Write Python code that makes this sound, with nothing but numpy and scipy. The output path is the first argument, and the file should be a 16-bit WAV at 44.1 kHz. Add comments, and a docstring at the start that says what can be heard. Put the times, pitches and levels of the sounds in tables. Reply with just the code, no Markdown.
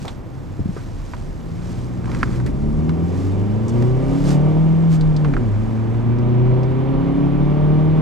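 """Inside a small four-cylinder petrol car, the engine idles over road rumble and a low drone.
Hands slide on the wheel for the turn onto a main road; the body thumps, plastic knocks and ticks.
At two seconds the clutch bites, trim buzzes and the drivetrain shudders. The engine revs up in first
gear, its harmonics swelling as they sweep through the cabin's resonances. Near five seconds the revs
fall, the gear lever knocks and the clutch bites again; the car pulls on in second as tyre roar grows."""
import sys
import numpy as np
from scipy import signal
from scipy.fft import rfft, irfft, next_fast_len
from scipy.io import wavfile

SR = 44100
rng = np.random.default_rng(int(sys.argv[2]) if len(sys.argv) > 2 else 0)


def wav_out(sig):
    """Save sig, one row per channel (or a flat mono array), as 16-bit PCM at SR to the path in sys.argv[1]."""
    wavfile.write(sys.argv[1], SR, np.round(np.clip(np.atleast_2d(sig).T, -1, 1) * 32767).astype(np.int16))


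N = 353637
TIME = np.arange(N) / SR
BINS = np.fft.rfftfreq(next_fast_len(N), 1 / SR)

# Engine speed. Each row: time in seconds, firing rate in Hz.
FIRING_RATE = [(0, 45), (1, 43.5), (1.8, 61.1), (2.33, 59.3), (2.8, 77.6), (3, 83.8), (3.5, 104.3),
               (4, 131.4), (4.6, 159), (4.83, 165.8), (5, 157.5), (5.27, 149), (5.52, 100.5), (5.62, 110),
               (5.85, 112.4), (7, 136.3), (8.02, 158.9)]
# The accelerator, once in each gear. Each row: press, release and time to full load, all in seconds.
PEDAL_PRESSES = [(1.501, 4.539, 2.9), (5.585, 8.096, 0.89)]
# The slipping clutch. Each row: time it bites, time it locks, both in seconds.
CLUTCH_SLIPS = [(2.02, 3.08), (5.19, 5.47)]
CLUTCH_RAMP_S, SECOND_GEAR_S, GEAR_STEP = 0.052, 5.5, 1.55
CRUISE_HZ = 125  # firing rate from which octaves of speed are counted

# Level laws. Each gives a base in dB, then the dB added per unit of each control named.
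COMBUSTION_LAW = (-44.5, 0, 9.8, 2)  # octave of engine speed, load, slip
GROWL_LAW, CLATTER_LAW = (-55.5, 2.4, 10.4), (-40, 5.8, 3.2)  # octave of engine speed, load
MOUNT_LAW = (-23, 7)  # octave of engine speed
TYRE_LAW, RUMBLE_LAW = (-31.5, 3.9), (-36, 1.2)  # octave of road speed

# Piston forces. Each row: multiple of the firing rate, base level in dB, then dB added per octave
# of engine speed, by full load and by clutch slip.
PISTON_HARMONICS = [(1, 0.5, 2, 0.63, 0), (2, -14.5, -2.5, 7, 5), (3, -17.8, -5, 5, 1)]
# The body's response, peaked by standing waves. Each row: frequency in Hz, gain in dB.
BODY_RESPONSE = [(55, -38.5), (86, -30), (100, -20), (112, -23), (126, -17.5), (137, -29), (152, -17.5),
                 (166, -16.5), (188, -28.5), (218, -16.5), (229, -18.5), (239, -16.5), (255, -42),
                 (272, -16.5), (283, -14), (298, -28), (310, -20.5), (330, -25), (378, -13.5), (398, -18.5),
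                 (420, -33), (455, -20.5), (480, -28.5)]
# Strong engine orders; unequal cylinders give those between the multiples of 4.
# Each row: multiple of the four-stroke cycle rate, relative dB in first gear, relative dB in second.
STRONG_ORDERS = [(5, 6.5, 4.5), (7, 1.5, 1), (9, -3, -3), (10, -5, -3.5), (11, -2.5, -2.5), (14, -3, -13),
                 (15, -3, -14), (16, 0.5, 0.5), (18, 0, -11), (20, -4, -3.5), (22, -4, -9), (24, -4, -6),
                 (28, -10, -7), (30, -9, -8), (32, -9, -6), (36, -5, -12)]
# Air resonances of the cabin. Each row: frequency in Hz, width in Hz, gain in dB.
CABIN_MODES = [(177.4, 16, 6), (214, 11, 6), (539.4, 12, -2.5), (601, 16, -1.5)]
# Transmission through the bulkhead. Each row: frequency in Hz, gain in dB.
BULKHEAD_GAIN = [(25, -19), (145, -2), (230, -2), (390, 0.5), (470, -6), (880, -6), (1200, -9.5),
                 (1500, -20.5), (3000, -25), (5000, -36.5)]

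# Noise spectra. Each row: frequency in Hz, relative spectral density in dB.
CLATTER_SPECTRUM = [(100, -13), (280, 14), (420, 5), (600, -5.5), (800, 1.5), (1100, -3.5), (1500, -32),
                    (2300, -11), (2750, -17.5), (3400, -16), (4200, -33), (7000, -44.5), (12000, -67.5)]
TYRE_SPECTRUM = [(30, -16.5), (60, -15.5), (92, -4.5), (160, -7), (260, -6.5), (400, -13.5), (550, -17),
                 (1000, -22.5), (2000, -33), (4000, -47.5), (9000, -67.5)]
RUMBLE_SPECTRUM = [(10, -19), (24, -6.5), (37, 17.5), (50, 1.5), (75, -7), (110, -28.5), (400, -81.5)]
SLEEVE_SPECTRUM = [(300, -23.5), (1000, 5), (3200, -1), (5000, -0.5), (6800, -2.5), (8400, -6.5),
                   (9500, -12), (12500, -16), (15500, -51)]
SHUDDER_SPECTRUM = [(50, -25), (125, 0), (280, -5), (450, -17), (3000, -80)]
DRONE_SPECTRUM = [(40, -22), (88, 0), (140, -7), (1500, -90)]
# Likeness of the noise at left and right. 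Each row: frequency in Hz, correlation from 0 to 1.
CORRELATION = [(150, .95), (300, .6), (600, .42), (1400, .52), (3000, .72), (14000, .88)]

# Swells of noise. Each row: centre in seconds, peak level in dB, length in seconds.
ROAD_BUMPS = [(1.35, -32, 0.8), (2.27, -32, 0.16), (2.51, -18.5, 0.053), (2.72, -25, 0.22),
              (4.3, -28, 0.61), (5.04, -21, 0.12), (5.34, -25, 0.19), (7.2, -29, 1.2)]
TRIM_RATTLES = [(2.22, -42, 0.26), (5.34, -49.5, 0.24)]
CLUTCH_SHUDDERS = [(2.23, -26, .26), (3.03, -30.5, 0.35), (5.35, -28, 0.16)]
# Strokes over the wheel rim. Each row: centre in seconds, relative peak in dB, length in seconds.
HAND_STROKES = [(0.04, -48.5, 0.15), (0.797, -52.5, 0.12), (1.094, -55, 0.34), (1.722, -50.5, 0.22),
                (2.18, -48, 0.15), (2.346, -48, 0.094), (3.206, -50, 0.19), (3.797, -53.5, 0.22),
                (4.184, -48.5, 0.24), (4.3, -36.5, 0.073), (4.937, -42.5, 0.048)]

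# Dull blows to the body. Each row: start in seconds, peak in dB, resonance in Hz, t60 in seconds.
BODY_THUMPS = [(0.023, -21, 200, 0.32), (0.05, -22.5, 690, 0.28), (0.593, -15, 228, 0.094),
               (0.6, -14, 104, 0.16), (0.657, -11, 165, 0.044), (0.69, -15.5, 168, 0.067),
               (0.765, -23.5, 377, 0.076), (2.459, -15.5, 250, 0.27), (2.484, -23.5, 41.9, 0.21),
               (3.826, -16, 250, 0.1)]
# Knocks of wheel, trim and gear lever. Each row: start in seconds, peak in dB,
# tilt in dB per octave, t60 in seconds, the part's own resonance in Hz.
PLASTIC_KNOCKS = [(0.054, -28, 10, 0.029, 1810), (0.079, -27.5, 6, 0.088, 1100),
                  (0.765, -30.5, -2, 0.2, 1350), (1.136, -20.5, 0, 0.052, 990),
                  (2.057, -27.5, 6, 0.037, 1000), (2.076, -28.5, -13.5, 0.3, 1080),
                  (2.117, -25.5, 6.5, 0.02, 1920), (2.148, -24, 7, 0.033, 1970),
                  (2.2305, -5, 1.5, 0.028, 1550), (2.401, -27.5, 0, 0.023, 1800),
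                  (2.463, -26.5, 8.5, 0.11, 1900), (2.8934, -25.5, 5, 0.042, 1270),
                  (3.824, -26, 6.5, 0.033, 1376), (5.247, -21, 1, 0.048, 2380),
                  (5.3377, -18.5, 0.5, 0.032, 2180), (5.367, -15, -1.5, 0.039, 1460)]
# Resonances common to the plastic parts. Each row: frequency in Hz, width in Hz, gain in dB.
PLASTIC_MODES = [(1100, 1000, 5.5), (1590, 200, -1), (1710, 880, -2), (2250, 630, -5.5), (3800, 4300, -19)]
# Small hard contacts. Each row: start in seconds, peak in dB, resonance in Hz.
HARD_TICKS = [(0.081, -24, 3500), (3.6823, -27.5, 6400), (3.693, -32, 6450), (5.01, -30.5, 4170),
              (5.165, -27.5, 4660), (6.187, -40, 5000), (6.633, -38.5, 5050)]

# Phase between the microphones. Each row: frequency in Hz, lead of the left in radians.
MIC_LEAD = [(20, .4), (70, 1.1), (280, 1.3), (500, 1.15), (900, .7), (2500, .45), (6000, 0)]
# Balance of the microphones. 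Each row: frequency in Hz, left minus right in dB.
MIC_BALANCE = [(60, 0), (200, .8), (380, -1), (600, -3), (2400, -3.5), (4400, -2.3), (12000, .5)]


def amp(db):
    """Amplitude ratio of a level in decibels."""
    return 10 ** (np.asarray(db) / 20)


def unit(x):
    """Normalisation to rms 1."""
    return x / np.sqrt(np.mean(x ** 2) + 1e-20)


def curve(points):
    """Interpolation of a table at every bin, on a log-frequency axis."""
    hz, value = np.transpose(points)
    return np.interp(np.log(BINS + 1), np.log(hz + 1), value)


def colour(x, gain):
    """Filtering as multiplication of the spectrum by a gain."""
    return irfft(rfft(x, next_fast_len(N)) * gain, next_fast_len(N))[..., :N]


def wander(hz):
    """Random fluctuation of rms 1, low-passed at hz."""
    return unit(colour(rng.standard_normal(N), 1 / (1 + (BINS / hz) ** 4)))


def noise(spectrum):
    """Partly correlated stereo noise: the sum and difference of two independent noises."""
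    alike = np.clip(curve(CORRELATION), 0, 1)
    gains = amp(curve(spectrum)) * np.sqrt([1 + alike, 1 - alike])
    mid, side = colour(rng.standard_normal((2, N)), gains)
    return unit(np.array([mid + side, mid - side]))


def resonances(modes, hz):
    """Gain of resonant peaks that add in power."""
    return np.sqrt(sum((amp(db) / (1 + (2 * (hz - f) / width) ** 2)) ** 2 for f, width, db in modes))


def held(start, stop, attack_s, release_s):
    """A linear envelope from 0 to 1: attack, hold, release."""
    return np.clip((TIME - start) / attack_s, 0, 1) * np.clip(1 - (TIME - stop) / release_s, 0, 1)


def swells(rows):
    """Summed power of Gaussian swells."""
    return sum(amp(db) ** 2 * np.exp(-np.minimum((2 * (TIME - s) / length) ** 2, 20))
               for s, db, length in rows)


def law_gain(law, *controls):
    """Amplitude of a level that is linear in dB in each control."""
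    return amp(law[0] + sum(slope_db * control for slope_db, control in zip(law[1:], controls)))


def add(mix, start_s, sound):
    """Superposition of a sound on the mix."""
    part = mix[:, max(round(start_s * SR), 0):][:, :sound.shape[-1]]
    part += sound[..., :part.shape[1]]


def periodic(cycles, order_rms, size=4096):
    """Fourier synthesis: harmonics of random phase form one cycle, which repeats."""
    phases = np.exp(2j * np.pi * rng.random(len(order_rms)))
    cycle = irfft(order_rms * phases, size) * size / np.sqrt(2)
    return np.interp(cycles % 1, np.arange(size) / size, cycle)


def driving():
    """Firing rate, load, slip and road speed in octaves; inertia carries the car through the shift."""
    firing_hz = np.interp(TIME, *np.transpose(FIRING_RATE))
    load = sum(held(down, up, build_s, release_s=0.4) for down, up, build_s in PEDAL_PRESSES)
    slip = sum(held(bites, locks, CLUTCH_RAMP_S, CLUTCH_RAMP_S) for bites, locks in CLUTCH_SLIPS)
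    speed = np.maximum.accumulate(firing_hz * np.where(TIME > SECOND_GEAR_S, GEAR_STEP, 1))
    return firing_hz, load, slip, np.log2(speed / CRUISE_HZ)


def piston_boom(cycles, revs, load, slip, rough=0.13, judder=0.15):
    """Forced vibration: the pistons' tones boom and fade as they sweep through standing waves."""
    tones = []
    for harmonic, *law in PISTON_HARMONICS:
        tone = np.sqrt(2) * np.sin(2 * np.pi * (4 * round(harmonic) * cycles + rng.random()))
        uneven = 1 + (rough + judder * slip) * wander(hz=10)
        tones.append(tone * law_gain(law, revs, load, slip) * uneven)
    direct = tones[0] * slip  # a slipping clutch sends the fundamental through the engine mounts
    body = curve([(hz, amp(db)) for hz, db in BODY_RESPONSE])
    return colour(sum(tones) - direct, body) + direct * law_gain(MOUNT_LAW, revs)


def cabin(x, t60=0.08, diffuse_hz=660, size=4096):
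    """Airborne transmission: bulkhead and single modes filter the sound; higher up the field is diffuse."""
    inside = colour(x, np.hypot(resonances(CABIN_MODES, BINS), amp(curve(BULKHEAD_GAIN))))
    tail = rng.standard_normal((2, size)) + 0.5 * rng.standard_normal(size)
    tail *= amp(-60 * np.arange(size) / SR / t60)
    tail[:, 0] = np.linalg.norm(tail, axis=1)  # the direct sound is as strong as its reflections
    response = rfft(tail / np.linalg.norm(tail, axis=1, keepdims=True), next_fast_len(N))
    diffuse = 1 / (1 + (diffuse_hz / (BINS + 1)) ** 8)
    return colour(inside, 1 - diffuse + diffuse * response)


def combustion(cycles, revs, load, slip, rough=0.2, firing_db=3, db_per_octave=-2, count=160):
    """The nearly periodic four-stroke cycle gives a line spectrum: strong orders over a weak growl."""
    order, strong = np.arange(count), np.zeros((2, count))
    for multiple, *gears_db in STRONG_ORDERS:
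        strong[:, round(multiple)] = amp(gears_db)
    shifted = held(SECOND_GEAR_S, TIME[-1], CLUTCH_RAMP_S, CLUTCH_RAMP_S)
    note = periodic(cycles, strong[0]) * (1 - shifted) + periodic(cycles, strong[1]) * shifted
    is_firing = order % 4 == 0
    is_weak = (order > 12) & (strong[0] == 0)
    octaves = np.log2(np.maximum(order / 16, 1))
    weak = amp(firing_db * is_firing + db_per_octave * octaves) * is_weak
    blend = np.array([wander(hz=2) for _ in range(3)])  # combustion drifts between three shapes
    growl = sum(periodic(cycles, weak) * share for share in blend / np.linalg.norm(blend, axis=0))
    burn = note * law_gain(COMBUSTION_LAW, revs, load, slip) + growl * law_gain(GROWL_LAW, revs, load)
    return burn * (1 + rough * wander(hz=25))


def valve_clatter(cycles, revs, load, depth=0.21, ripple_db=3.5):
    """Amplitude modulation: valve and intake noise comes in puffs with each firing."""
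    puffs = 1 + depth * np.cos(8 * np.pi * cycles) + depth / 2 * np.cos(2 * np.pi * cycles)
    # the dashboard's many small resonances ripple the spectrum
    ripple = np.interp(BINS, np.arange(400) * 55, rng.standard_normal(400)) * (BINS > 450)
    clatter = unit(colour(noise(CLATTER_SPECTRUM), amp(ripple_db * ripple)))
    return clatter * puffs * law_gain(CLATTER_LAW, revs, load)


def tyre_roar(speed):
    """Rolling noise is broadband and grows as a power of road speed."""
    return noise(TYRE_SPECTRUM) * law_gain(TYRE_LAW, speed)


def road_rumble(speed):
    """Random excitation: the road drives the body's lowest resonance, more with speed and at bumps."""
    return noise(RUMBLE_SPECTRUM) * np.sqrt(law_gain(RUMBLE_LAW, speed) ** 2 + swells(ROAD_BUMPS))


def body_drone(level_db=-34.3):
    """Stationary low noise fills the cabin at any speed."""
    return noise(DRONE_SPECTRUM) * amp(level_db)


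def sliding_hands(resting_db=-61.5, steering_db=-57, gain_db=1, grain_db=1.62):
    """Friction: skin and cloth rub over the wheel rim in strokes, catching in fine grains."""
    steering = held(start=0.23, stop=5.58, attack_s=0.53, release_s=0.53)
    power = amp(resting_db) ** 2 + amp(steering_db) ** 2 * steering + swells(HAND_STROKES)
    return noise(SLEEVE_SPECTRUM) * np.sqrt(power) * amp(gain_db + grain_db * wander(hz=250))


def electrical_whine(start_db=-72, end_db=-79, drift_hz=65, flutter_hz=120, flicker=0.45):
    """Random modulation broadens a faint tone, which steps up once in pitch and slowly fades."""
    centre_hz = np.interp(TIME, [4.3, 4.7], [12300, 12650])
    hz = centre_hz + drift_hz * wander(hz=2) + flutter_hz * wander(hz=200)
    gain = amp(np.linspace(start_db, end_db, N)) * (1 + flicker * wander(hz=80))
    return gain * np.sin(2 * np.pi * np.cumsum(hz) / SR)


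def impact(gain_at, t60, scatter, size=8192):
    """An impulse and its decaying reflections pass a minimum-phase filter; their mid signal peaks at 1."""
    t = np.arange(size) / SR
    reflections = 0.75 * rng.standard_normal((2, size)) + 1.2 * rng.standard_normal(size)
    blow = scatter * reflections * amp(-60 * t / t60)
    blow[:, 0] += 1
    hz = abs(np.fft.fftfreq(size, 1 / SR)) + 1
    response = np.exp(np.conj(signal.hilbert(np.log(gain_at(hz) + 1e-4))))
    sound = np.fft.ifft(np.fft.fft(blow) * response).real
    return sound / abs(sound.mean(0)).max()


def thumps():
    """Damping: each blow to the body excites one broad resonance, and padding takes off the treble."""
    out = np.zeros((2, N))
    for start, db, mode_hz, t60 in BODY_THUMPS:
        def padded(hz):
            return resonances([(mode_hz, mode_hz, 0)], hz) / np.hypot(1, (hz / mode_hz / 2) ** 2)
        add(out, start, amp(db) * impact(padded, t60, scatter=0.041))
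    return out


def plastic(hz, low_hz=700, high_hz=9000):
    """Gain of the plastic's resonances, which radiate little outside a band."""
    return resonances(PLASTIC_MODES, hz) / np.hypot(1, (low_hz / (hz + 1)) ** 2 + (hz / high_hz) ** 2)


def knocks(ring_width_hz=300):
    """Free vibration: a struck plastic part rings in the common modes and in one of its own."""
    out = np.zeros((2, N))
    for start, db, tilt_db, t60, ring_hz in PLASTIC_KNOCKS:
        def part(hz):
            ring = 1 + resonances([(ring_hz, ring_width_hz, 0.5)], hz)
            return plastic(hz) * amp(tilt_db * np.log2(hz / 1500)) * ring
        add(out, start, amp(db) * impact(part, t60, scatter=0.1))
    return out


def ticks():
    """Brief, hard contacts excite high resonances."""
    out = np.zeros((2, N))
    for start, db, mode_hz in HARD_TICKS:
        modes = [(mode_hz, mode_hz / 2, 0), (3200, 1200, -10), (7800, 1500, -15)]
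        add(out, start, amp(db) * impact(lambda hz: resonances(modes, hz), t60=0.052, scatter=0.11))
    return out


def trim_rattle(grain_db=4):
    """Intermittent contact: loose trim rings the plastic with many tiny blows as the car rocks."""
    grains = rng.standard_normal((2, N)) * amp(grain_db * wander(hz=120))
    buzz = unit(colour(grains + grains[::-1] / 2, plastic(BINS)))
    return buzz * np.sqrt(swells(TRIM_RATTLES))


def clutch_shudder():
    """Transient vibration: the drivetrain shakes in swells of low noise as the clutch takes up."""
    return noise(SHUDDER_SPECTRUM) * np.sqrt(swells(CLUTCH_SHUDDERS))


def scene(idle_db=-11.5, idle_until_hz=60.5):
    """Superposition of all sources; engine and road follow the revs, load, slip and road speed."""
    firing_hz, load, slip, speed = driving()
    revs = np.log2(firing_hz / CRUISE_HZ)
    jitter = (0.0018 + 0.006 * slip) * wander(hz=15)
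    cycles = np.cumsum(firing_hz * (1 + jitter)) / SR / 4  # four firings to a cycle
    idle_gain = amp(idle_db * np.clip((idle_until_hz - firing_hz) / 10, 0, 1))
    tones = piston_boom(cycles, revs, load, slip) + cabin(combustion(cycles, revs, load, slip))
    engine = idle_gain * tones + valve_clatter(cycles, revs, load)
    background = tyre_roar(speed) + road_rumble(speed) + body_drone()
    sustained = engine + background + sliding_hands() + electrical_whine()
    return sustained + thumps() + knocks() + ticks() + trim_rattle() + clutch_shudder()


def record(dry, cutoff_hz=15650):
    """Phase and level differences between two microphones widen the sound; a low-pass limits the band."""
    lead, side = curve(MIC_LEAD), np.array([[1], [-1]]) / 2
    pair = np.exp(1j * side * lead) * amp(side * curve(MIC_BALANCE)) / np.cos(lead / 2)
    lowpass = signal.firwin(511, cutoff_hz, window=("kaiser", 9), fs=SR)
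    return signal.oaconvolve(colour(dry, pair), lowpass[None], "same")


dry = scene()
out = record(dry)
wav_out(out)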